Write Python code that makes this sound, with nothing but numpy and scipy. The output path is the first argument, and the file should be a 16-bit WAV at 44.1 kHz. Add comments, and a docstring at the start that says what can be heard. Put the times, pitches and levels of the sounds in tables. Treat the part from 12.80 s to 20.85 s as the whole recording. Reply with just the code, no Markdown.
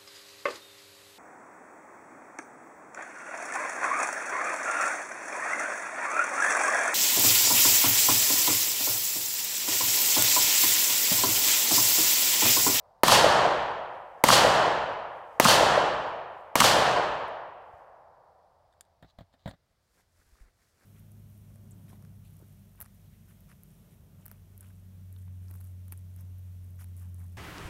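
"""A clearing among trees, where a rifle is fired four times: damped sines and gas hiss overload the input.
Bullet impacts and single slaps from reflectors are short pulses. The trees answer with a long rolling
wash of noise that dulls as it decays, and the end of one earlier echo is heard at the start.
Small metal clicks are noise bursts: spent cases landing after the shots, then rifle parts. Blows of the
rifle ring the modes of a plastic bin as the barrel drags on the rim. Steps rustle and scuff through grass,
with snapping stalks, dull thumps and a quiet field with a low hum."""
import sys
import numpy as np
from scipy import signal
from scipy.fft import rfft, irfft
from scipy.io import wavfile
from scipy.ndimage import uniform_filter1d

SR = 44100
rng = np.random.default_rng(int(sys.argv[2]) if len(sys.argv) > 2 else 0)


def persist_wave(psi):
    """Save psi, clipped to +-1, as 16-bit WAV."""
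    counts = np.round(np.clip(psi, -1, 1) * 32767).astype(np.int16)
    wavfile.write(sys.argv[1], SR, np.atleast_2d(counts).T)


N = 355005  # samples in the scene


def gain_of(db):
    """Amplitude ratio: 20 dB is a factor of ten."""
    return 10 ** (np.asarray(db) / 20)


def evened(x):
    """Power normalisation: scales to rms 1."""
    return x / np.sqrt(np.mean(x ** 2) + 1e-20)


def peaked(x):
    """Peak normalisation: scales to peak 1."""
    return x / np.max(abs(x))


def read(points, hz):
    """Interpolation on a log-frequency axis, where equal steps are equal pitch ratios."""
    f, value = np.transpose(points)
    return np.interp(np.log(hz + 1), np.log(f + 1), value)


def add(mix, s, sound):
    """Superposition: adds a sound at s seconds; what lies before zero is dropped."""
    at = round(s * SR)
    sound = sound[max(-at, 0):]
    part = mix[max(at, 0):][:len(sound)]
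    part += sound[:len(part)]


def coloured(spectrum, size):
    """Spectral shaping: white noise weighted by a spectrum in dB, then scaled to rms 1."""
    hz = np.fft.rfftfreq(size, 1 / SR)
    white = rfft(rng.standard_normal(size))
    return evened(irfft(white * gain_of(read(spectrum, hz)), size))


def ring(hz, t60, size=4000):
    """Damped oscillator: a sine that falls 60 dB in t60 seconds."""
    t = np.arange(size) / SR
    return np.sin(2 * np.pi * hz * t) * gain_of(-60 * t / t60)


def pulse(hz, cycles, size=2000):
    """Transient wave: a sine whose envelope peaks after the given cycles and then dies."""
    turns = np.arange(size) / SR * hz
    u = turns / cycles
    return np.sin(2 * np.pi * turns) * u * np.exp(1 - u)


def swells(start, end, start_db, end_db, edge):
    """Power sum of events that rise to their start, run straight in dB to their end and fall away."""
    rise, fall = edge  # dB per s
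    t = np.arange(0, N, 32)[:, None] / SR  # one column per event
    along = np.clip((t - start) / np.maximum(end - start, 1 / SR), 0, 1)
    db = start_db + (end_db - start_db) * along
    db = db - rise * np.maximum(start - t, 0) - fall * np.maximum(t - end, 0)
    level = np.sqrt(np.sum(gain_of(db) ** 2, axis=1))
    return np.interp(np.arange(N) / SR, t[:, 0], level)


def played(level, spectrum, grain_db):
    """Friction noise: coloured noise follows a level, its amplitude roughened in grains of about 2 ms."""
    grains = gain_of(grain_db * evened(uniform_filter1d(rng.standard_normal(N), size=90)))
    return evened(coloured(spectrum, size=N) * grains) * level


def field():
    """Stationary background: the quiet field and a faint low hum are steady bands of noise."""
    # Each row: frequency in Hz, relative level in dB per Hz.
    field_band = [(12, -31.5), (20, -8.5), (49, 0), (108, -2.5), (289, -18), (652, -13), (839, -18.5),
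                  (1950, -22), (2660, -27.5), (4930, -24.5), (6350, -32), (13900, -38.5), (16500, -46)]
    hum_band = [(60, -47), (76, -14.5), (85, 0.5), (96, -9.5), (120, -48)]
    field_db, hum_db = -74, -78.5  # rms
    return gain_of(field_db) * coloured(field_band, size=N) + gain_of(hum_db) * coloured(hum_band, size=N)


def thumps(cycles=0.41):
    """Low-frequency pressure transients: slow tugs of air on the microphone, swinging negative first."""
    # Each row: start in seconds, level in dB, frequency in Hz.
    tugs = [(4.936, -52, 84.6), (7.388, -62, 45.6), (7.463, -65, 45), (7.522, -52, 50), (7.608, -45, 38.3),
            (7.65, -54, 36)]
    out = np.zeros(N)
    for s, db, hz in tugs:
        add(out, s, -gain_of(db) * pulse(hz, cycles, size=8000))
    return out


def snaps(cycles=0.99):
    """Brittle fracture: stalks under a sole release short dry cracks."""
    # Each row: start in seconds, level in dB, frequency in Hz.
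    stalks = [(7.198, -62, 898), (7.415, -66, 1600), (7.555, -59, 1200), (7.628, -66, 4800),
              (7.835, -67, 6000)]
    out = np.zeros(N)
    for s, db, hz in stalks:
        add(out, s, gain_of(db) * pulse(hz, cycles))
    return out


def steps_and_cloth():
    """Friction: feet swing through grass and scuff down; clothes rustle faintly in the grass colour."""
    # Each row: footfall in seconds, grass level in dB, sole level in dB.
    footfalls = [(6.924, -88, -85), (7.205, -72.5, -68.5), (7.416, -74.5, -71), (7.482, -75, -77),
                 (7.556, -74, -71), (7.625, -73, -66.5), (7.68, -80, -69), (7.836, -76, -71),
                 (7.9, -75, -77), (8.04, -71.5, -64.5)]
    # Each row: time in seconds, level in dB.
    rustles = [(1.152, -79.5), (1.301, -84.5), (1.41, -79), (2.369, -79.5), (2.56, -75.5), (3.596, -80.5),
               (4.97, -82)]
    # Spectra of grass and soles. 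Each row: frequency in Hz, relative level in dB per Hz.
    grass_band = [(1470, -31), (2500, -4), (3090, -6.5), (4520, -2), (7730, -2), (13800, -7.5),
                  (15900, -14.5), (16500, -21.5)]
    sole_band = [(80, -28), (150, -1.5), (400, -5), (900, -10), (1600, -4.5), (2300, -10.5), (2900, -26),
                 (4000, -59.5)]
    swish, scuff, rustle = (74, 304), (153, 450), (85, 80)  # rise and fall, dB per s
    s, db = np.transpose(rustles)
    cloth_level = swells(s, s, db, db, rustle)
    s, grass_db, sole_db = np.transpose(footfalls)
    grass_level = swells(s, s, grass_db, grass_db, swish)
    sole_level = swells(s, s, sole_db, sole_db, scuff)
    grass = played(cloth_level + grass_level, grass_band, grain_db=1.5)
    return grass + played(sole_level, sole_band, grain_db=3.0)


def drag():
    """Sliding friction: the barrel drags on the rim of the bin as grainy coloured noise."""
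    # Each row: start in seconds, end in seconds, level at the start in dB, level at the end in dB.
    drags = [(6.25, 6.313, -80, -63.5), (6.388, 6.425, -60, -85), (6.53, 6.552, -70, -84.5),
             (6.591, 6.655, -77, -74), (6.658, 6.706, -75, -67), (6.713, 6.714, -48, -59),
             (6.716, 6.742, -74, -81)]
    # Each row: frequency in Hz, relative level in dB per Hz.
    rim = [(530, -46), (900, -9), (1180, -3), (1410, -27.5), (1650, -11), (2030, -15), (2470, -22),
           (4020, -3.5), (5320, -21.5), (7040, -21), (10400, -38), (15200, -31), (16500, -38.5)]
    edge = (4000, 2000)  # rise and fall, dB per s
    return played(swells(*np.transpose(drags), edge), rim, grain_db=4.0)


def knocks():
    """Modal synthesis: each blow rings the bin and rattles loose parts; hard blows wake high modes more."""
    # The rifle knocks the bin. Each row: start in seconds, peak in dB, hardness in dB.
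    blows = [(6.225, -43, -18), (6.245, -44, -23), (6.3864, -35, -19), (6.407, -38.5, -25),
             (6.526, -67, -4), (6.538, -52, -10), (6.658, -26.5, -24), (6.675, -27.5, -18.5),
             (6.689, -42.5, -6), (6.71, -42, -14), (6.735, -46, -16.5)]
    # Modes of the bin. Each row: mean frequency in Hz, relative level in dB, t60 in seconds.
    modes = [(55, -12, 0.15), (99, -8, 0.099), (171, -1.5, 0.066), (301.4, -12, 0.038), (554, -7.5, 0.041),
             (720, -15, 0.031), (956, -6.5, 0.024), (1302, -22, 0.019), (1800, -18, 0.025),
             (3450, -27, .025), (4110, -29, .025), (7650, -35, 0.018), (9800, -35, .02)]
    # Loose parts. Each row: frequency in Hz, relative level in dB per Hz.
    rattle = [(150, -31), (250, 7), (401, -24), (656, 2.5), (999, -13.5), (1880, -10), (2620, -27),
              (3650, -14.5), (5970, -42), (7760, -33), (11000, -51), (15100, -31), (16500, -52)]
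    level_spread_db, pitch_spread = 2.5, .04  # of each mode from blow to blow; pitch as a share
    out, t = np.zeros(N), np.arange(4096) / SR
    contact = np.clip(t / 0.001, 0, 1)  # the wall gives for 1 ms
    for s, db, hard_db in blows:
        blow = gain_of(hard_db + 11.5 - 60 * t / 0.076) * coloured(rattle, size=len(t))
        for (hz, mode_db, t60), (tune, share, side) in zip(modes, rng.standard_normal((len(modes), 3))):
            bright = np.clip(np.log2(hz / 400) / 1.9, 0, 1)
            level_db = mode_db + bright * (hard_db + 6) + level_spread_db * share
            mode = ring(hz * (1 + pitch_spread * tune), t60, size=len(t))
            blow = blow + np.sign(side) * gain_of(level_db) * mode  # either polarity
        add(out, s, gain_of(db) * peaked(contact * blow))
    return out


def clicks():
    """Two-stage decay: noise bursts in the colour of small metal parts die fast over a fainter tail."""
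    # Small metal clicks: spent cases landing after the shots, then rifle parts.
    # Each row: start in seconds, peak in dB, t60 in seconds, tilt in dB per octave.
    ticks = [(.9134, -43, .02, -10), (2.1294, -59, 0.018, 2), (3.2894, -60, .02, 0),
             (4.4817, -54, 0.017, 4), (5.9264, -60, .025, -6), (5.9372, -59, 0.019, -7),
             (6.009, -31.5, 0.012, -2), (6.0514, -62, .02, -4), (6.225, -62, 0.016, -4),
             (6.3865, -55.5, 0.016, -6), (6.537, -64, .015, -2), (6.66, -62, .03, 0), (6.678, -46, .05, -5),
             (6.692, -54, .05, 2), (6.712, -55, .02, -12)]
    # Metal before the tilt. Each row: frequency in Hz, relative level in dB per Hz.
    metal = [(710, -39), (1200, -7), (1760, 5), (2670, -22), (3590, 8), (4240, -15), (4620, 6), (5700, -20),
             (6940, 2), (9230, 3.5), (14000, -10), (15300, -6), (16500, -30)]
    out, t = np.zeros(N), np.arange(4096) / SR
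    for s, db, t60, tilt_db in ticks:
        colour = [(hz, level_db + tilt_db * np.log2(hz / 4000)) for hz, level_db in metal]
        fall = gain_of(-60 * t / t60) + gain_of(-23.5 - 60 * t / 0.087)
        add(out, s, gain_of(db) * peaked(fall * coloured(colour, size=len(t))))
    return out


def echo_level(now, blast_db, lull_db, near_db, trees_db, *falls):
    """Staged decay: blast rings out, near things fill the lull, trees answer, each stage falls at its pace."""
    ring_out_s, trees_s, arrive_s = 0.015, 0.077, 0.013  # the arrival is counted from trees_s
    front_s, belt_s, far_s = .19, 0.42, 1.06  # after the shot
    stages = np.array([trees_s + arrive_s, front_s, belt_s, far_s, now[-1]])
    late_db = trees_db - np.cumsum(np.append(0, np.diff(stages) * falls))
    times = [0, ring_out_s, trees_s, *stages]
    return gain_of(np.interp(now, times, [blast_db, lull_db, near_db, *late_db]))


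def wash(place):
    """Diffuse scattering: the place repeats its pattern, stirred most in the treble by moving air."""
    # Rows are boom, trunks, leaves. Each row: level at the blast in dB, in the lull in dB, just before the
    # trees answer in dB, as they answer in dB, then the fall in dB per s of front row, belt of trees,
    # beyond it, far woods. Levels are relative to the echo gain of the shot.
    layers = [(-43.5, -35.5, -30, -34, 16, 32, 45, 11), (-14.5, -29, -28, -20.5, 8, 13, 36, 18),
              (-25, -31.5, -22.5, -18.5, 87, 38.7, 49.5, 38)]
    # Spectra of the three layers. Each row: frequency in Hz, relative level in dB per Hz.
    boom = [(15, -46.5), (25, -24.5), (139, 1.5), (182, 0), (251, -5.5), (300, -3.5), (390, -26.5),
            (660, -120)]
    trunks = [(190, -45), (330, -13), (464, -4.5), (598, -1.5), (1000, -2), (1310, -6), (1820, -7),
              (2200, -19.5), (2860, -48.5), (4840, -120)]
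    leaves = [(1410, -34), (2400, -9.5), (3060, -2), (3560, -5), (4470, -3), (4960, -5.5), (14000, -14.5),
              (16000, -23), (16500, -51.5)]
    # Loss in air and foliage, which shifts the colour only. Each row: frequency in Hz, loss in dB per s.
    air = [(60, 2), (250, 14.5), (400, 3.5), (700, -1.5), (1100, 2), (1800, 9), (2300, 11), (3000, 20.5),
           (5000, 40), (8000, 55.5), (12000, 89.5), (16000, 104)]
    # Likeness of the echo from shot to shot. Each row: frequency in Hz, share of the fixed pattern (0 to 1).
    likeness = [(200, .95), (1000, .85), (3000, .5), (8000, .2)]
    hz, t, pattern = signal.stft(place, SR, nperseg=1024)
    stirred = signal.stft(rng.standard_normal(len(place)), SR, nperseg=1024)[2]
    same = read(likeness, hz)[:, None]
    scattered = same * pattern + np.sqrt(1 - same ** 2) * stirred  # keeps the power
    now, out = np.arange(len(place)) / SR, 0
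    for spectrum, row in zip((boom, trunks, leaves), layers):
        colour = gain_of(read(spectrum, hz)[:, None] - read(air, hz)[:, None] * t)
        colour /= np.sqrt(np.mean(colour ** 2, axis=0))  # colour only; the level follows
        layer = signal.istft(scattered * colour, SR, nperseg=1024)[1][:len(place)]
        out = out + layer * echo_level(now, *row)
    return out


def slaps(cycles=0.5, smear=2.0, spread_db=3.0):
    """Discrete reflection: boards, berm and trunks return short pulses, far ones smeared over more cycles."""
    # Each row: delay after the shot in seconds, mean level in dB before the echo gain, frequency in Hz.
    reflectors = [(.0652, -5.5, 1150), (.0875, -15, 1150), (.0925, -16, 760), (.1565, -22, 760),
                  (.1965, -22, 1040), (.2095, -9.5, 598), (.2305, -14, 635), (.3335, -21.5, 805),
                  (.3775, -19, 580), (.4195, -18, 724), (.4405, -21, 630)]
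    out = np.zeros(SR)
    for (delay, db, hz), chance in zip(reflectors, rng.standard_normal(len(reflectors))):
        add(out, delay, gain_of(db + spread_db * chance) * pulse(hz, cycles + smear * delay))
    return out


def strikes(spit_s=0.0024, cycles=0.8):
    """Impact radiation: a bullet throws a hiss of splinters, then board and berm whack over a thud."""
    # Hisses of splinters. Each row: start in seconds, peak in dB.
    spits = [(0.279, -8.5), (1.4848, -9), (2.6445, -8.5), (3.8018, -5.5)]
    # Splinters. Each row: frequency in Hz, relative level in dB per Hz.
    splinters = [(880, -37.5), (1500, 5.5), (4050, -2), (5470, -4), (7850, -0.5), (13200, -14.5),
                 (15100, -8), (16500, -25)]
    # Each row: start in seconds, whack level in dB, whack frequency in Hz, thud level in dB.
    whacks = [(.2830, -7.5, 1000, -23.5), (0.2919, -10, 1054, -31), (1.489, -4, 1030, -22.5),
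              (1.4965, -14, 1030, -30), (2.6522, -7.5, 1083, -14), (2.658, -6, 1200, -30),
              (3.805, -8, 1167, -21.5), (3.8139, -7.5, 1040, -29.5)]
    thud_hz = 208
    out, t = np.zeros(N), np.arange(512) / SR
    u = t / spit_s
    for s, db in spits:
        add(out, s, gain_of(db) * peaked(u * np.exp(1 - u) * coloured(splinters, size=len(u))))
    for s, db, hz, thud_db in whacks:
        add(out, s, gain_of(db) * pulse(hz, cycles) + gain_of(thud_db) * pulse(thud_hz, cycles))
    return out


def thinned(x):
    """Destructive interference: the ground bounce cancels deep bass, modelled by a high-pass."""
    ground_hz = 149
    return signal.lfilter(*signal.butter(2, ground_hz, "high", fs=SR), x)


def blast(pitch_hz, edge_db):
    """Shock and jet noise: damped waves of muzzle and ground bounce, a hard edge and the gas hiss."""
    # Rows are front, main wave, low push, ground bounce, with levels relative to the blast gain.
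    # Each row: delay in seconds, level in dB, factor on the blast pitch, t60 in seconds.
    waves = [(0, -12, 1.3, .004), (.0008, 2, 1.05, .0062), (.0012, -8, .36, .012), (.0038, -8, .85, .01)]
    edge_delay, edge_hz, edge_t60 = .001, 2100, .0045  # s, Hz, s
    hiss_delay, hiss_db, hiss_t60 = .0012, -9, .004  # s, dB relative to the blast gain, s
    out, t = np.zeros(4000), np.arange(1000) / SR
    rise = np.minimum(t / .0008, 1)  # over 0.8 ms
    for delay, db, factor, t60 in waves:
        add(out, delay, gain_of(db) * rise * ring(pitch_hz * factor, t60, size=len(t)))
    add(out, edge_delay, gain_of(edge_db) * rise * ring(edge_hz, edge_t60, size=len(t)))
    hiss = np.gradient(rng.standard_normal(len(t)))
    add(out, hiss_delay, gain_of(hiss_db - 60 * t / hiss_t60) * hiss)
    return out


def rifle():
    """Direct sound plus reflections: every shot with its bullet impacts, slaps and scattered wash."""
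    # Each row: start in seconds, blast gain in dB, echo gain in dB, blast pitch in Hz,
    # level of the hard edge in dB relative to the blast gain.
    shots = [(0.2334, 3, 1.5, 926, -5), (1.4384, 5.5, 1, 740, -0.5), (2.5984, 4.5, 0.5, 892, 1),
             (3.755, -2, -0.5, 720, 1)]
    earlier_s, earlier_db = 1.8, 0.46  # one more shot before the start, and its echo gain
    pulses, echoes = strikes(), np.zeros(N)
    place = rng.standard_normal(3 * SR)  # one scattering pattern for all shots
    add(echoes, -earlier_s, gain_of(earlier_db) * wash(place))  # only the end of its echo is left
    for s, blast_db, echo_db, pitch_hz, edge_db in shots:
        add(pulses, s, gain_of(blast_db) * blast(pitch_hz, edge_db))
        add(pulses, s, gain_of(echo_db) * slaps())
        add(echoes, s, gain_of(echo_db) * wash(place))
    return thinned(pulses) + echoes


def scene():
    """Superposition of the quiet field, walking, small metal and bin sounds, and shots in one channel."""
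    background = field() + thumps()
    walking = steps_and_cloth() + snaps()
    contacts = drag() + knocks() + clicks()
    return (background + walking + contacts + rifle())[None]


def record(dry):
    """Saturation and band limiting: the input clips with a short knee, then a low-pass follows."""
    clip, band_hz = .7, 16200  # amplitude, Hz
    clipped = dry / (1 + abs(dry / clip) ** 8) ** (1 / 8)
    low_pass = signal.firwin(511, band_hz, window=("kaiser", 9), fs=SR)
    return signal.oaconvolve(clipped, low_pass[None], "same")


dry = scene()
out = record(dry)
persist_wave(out)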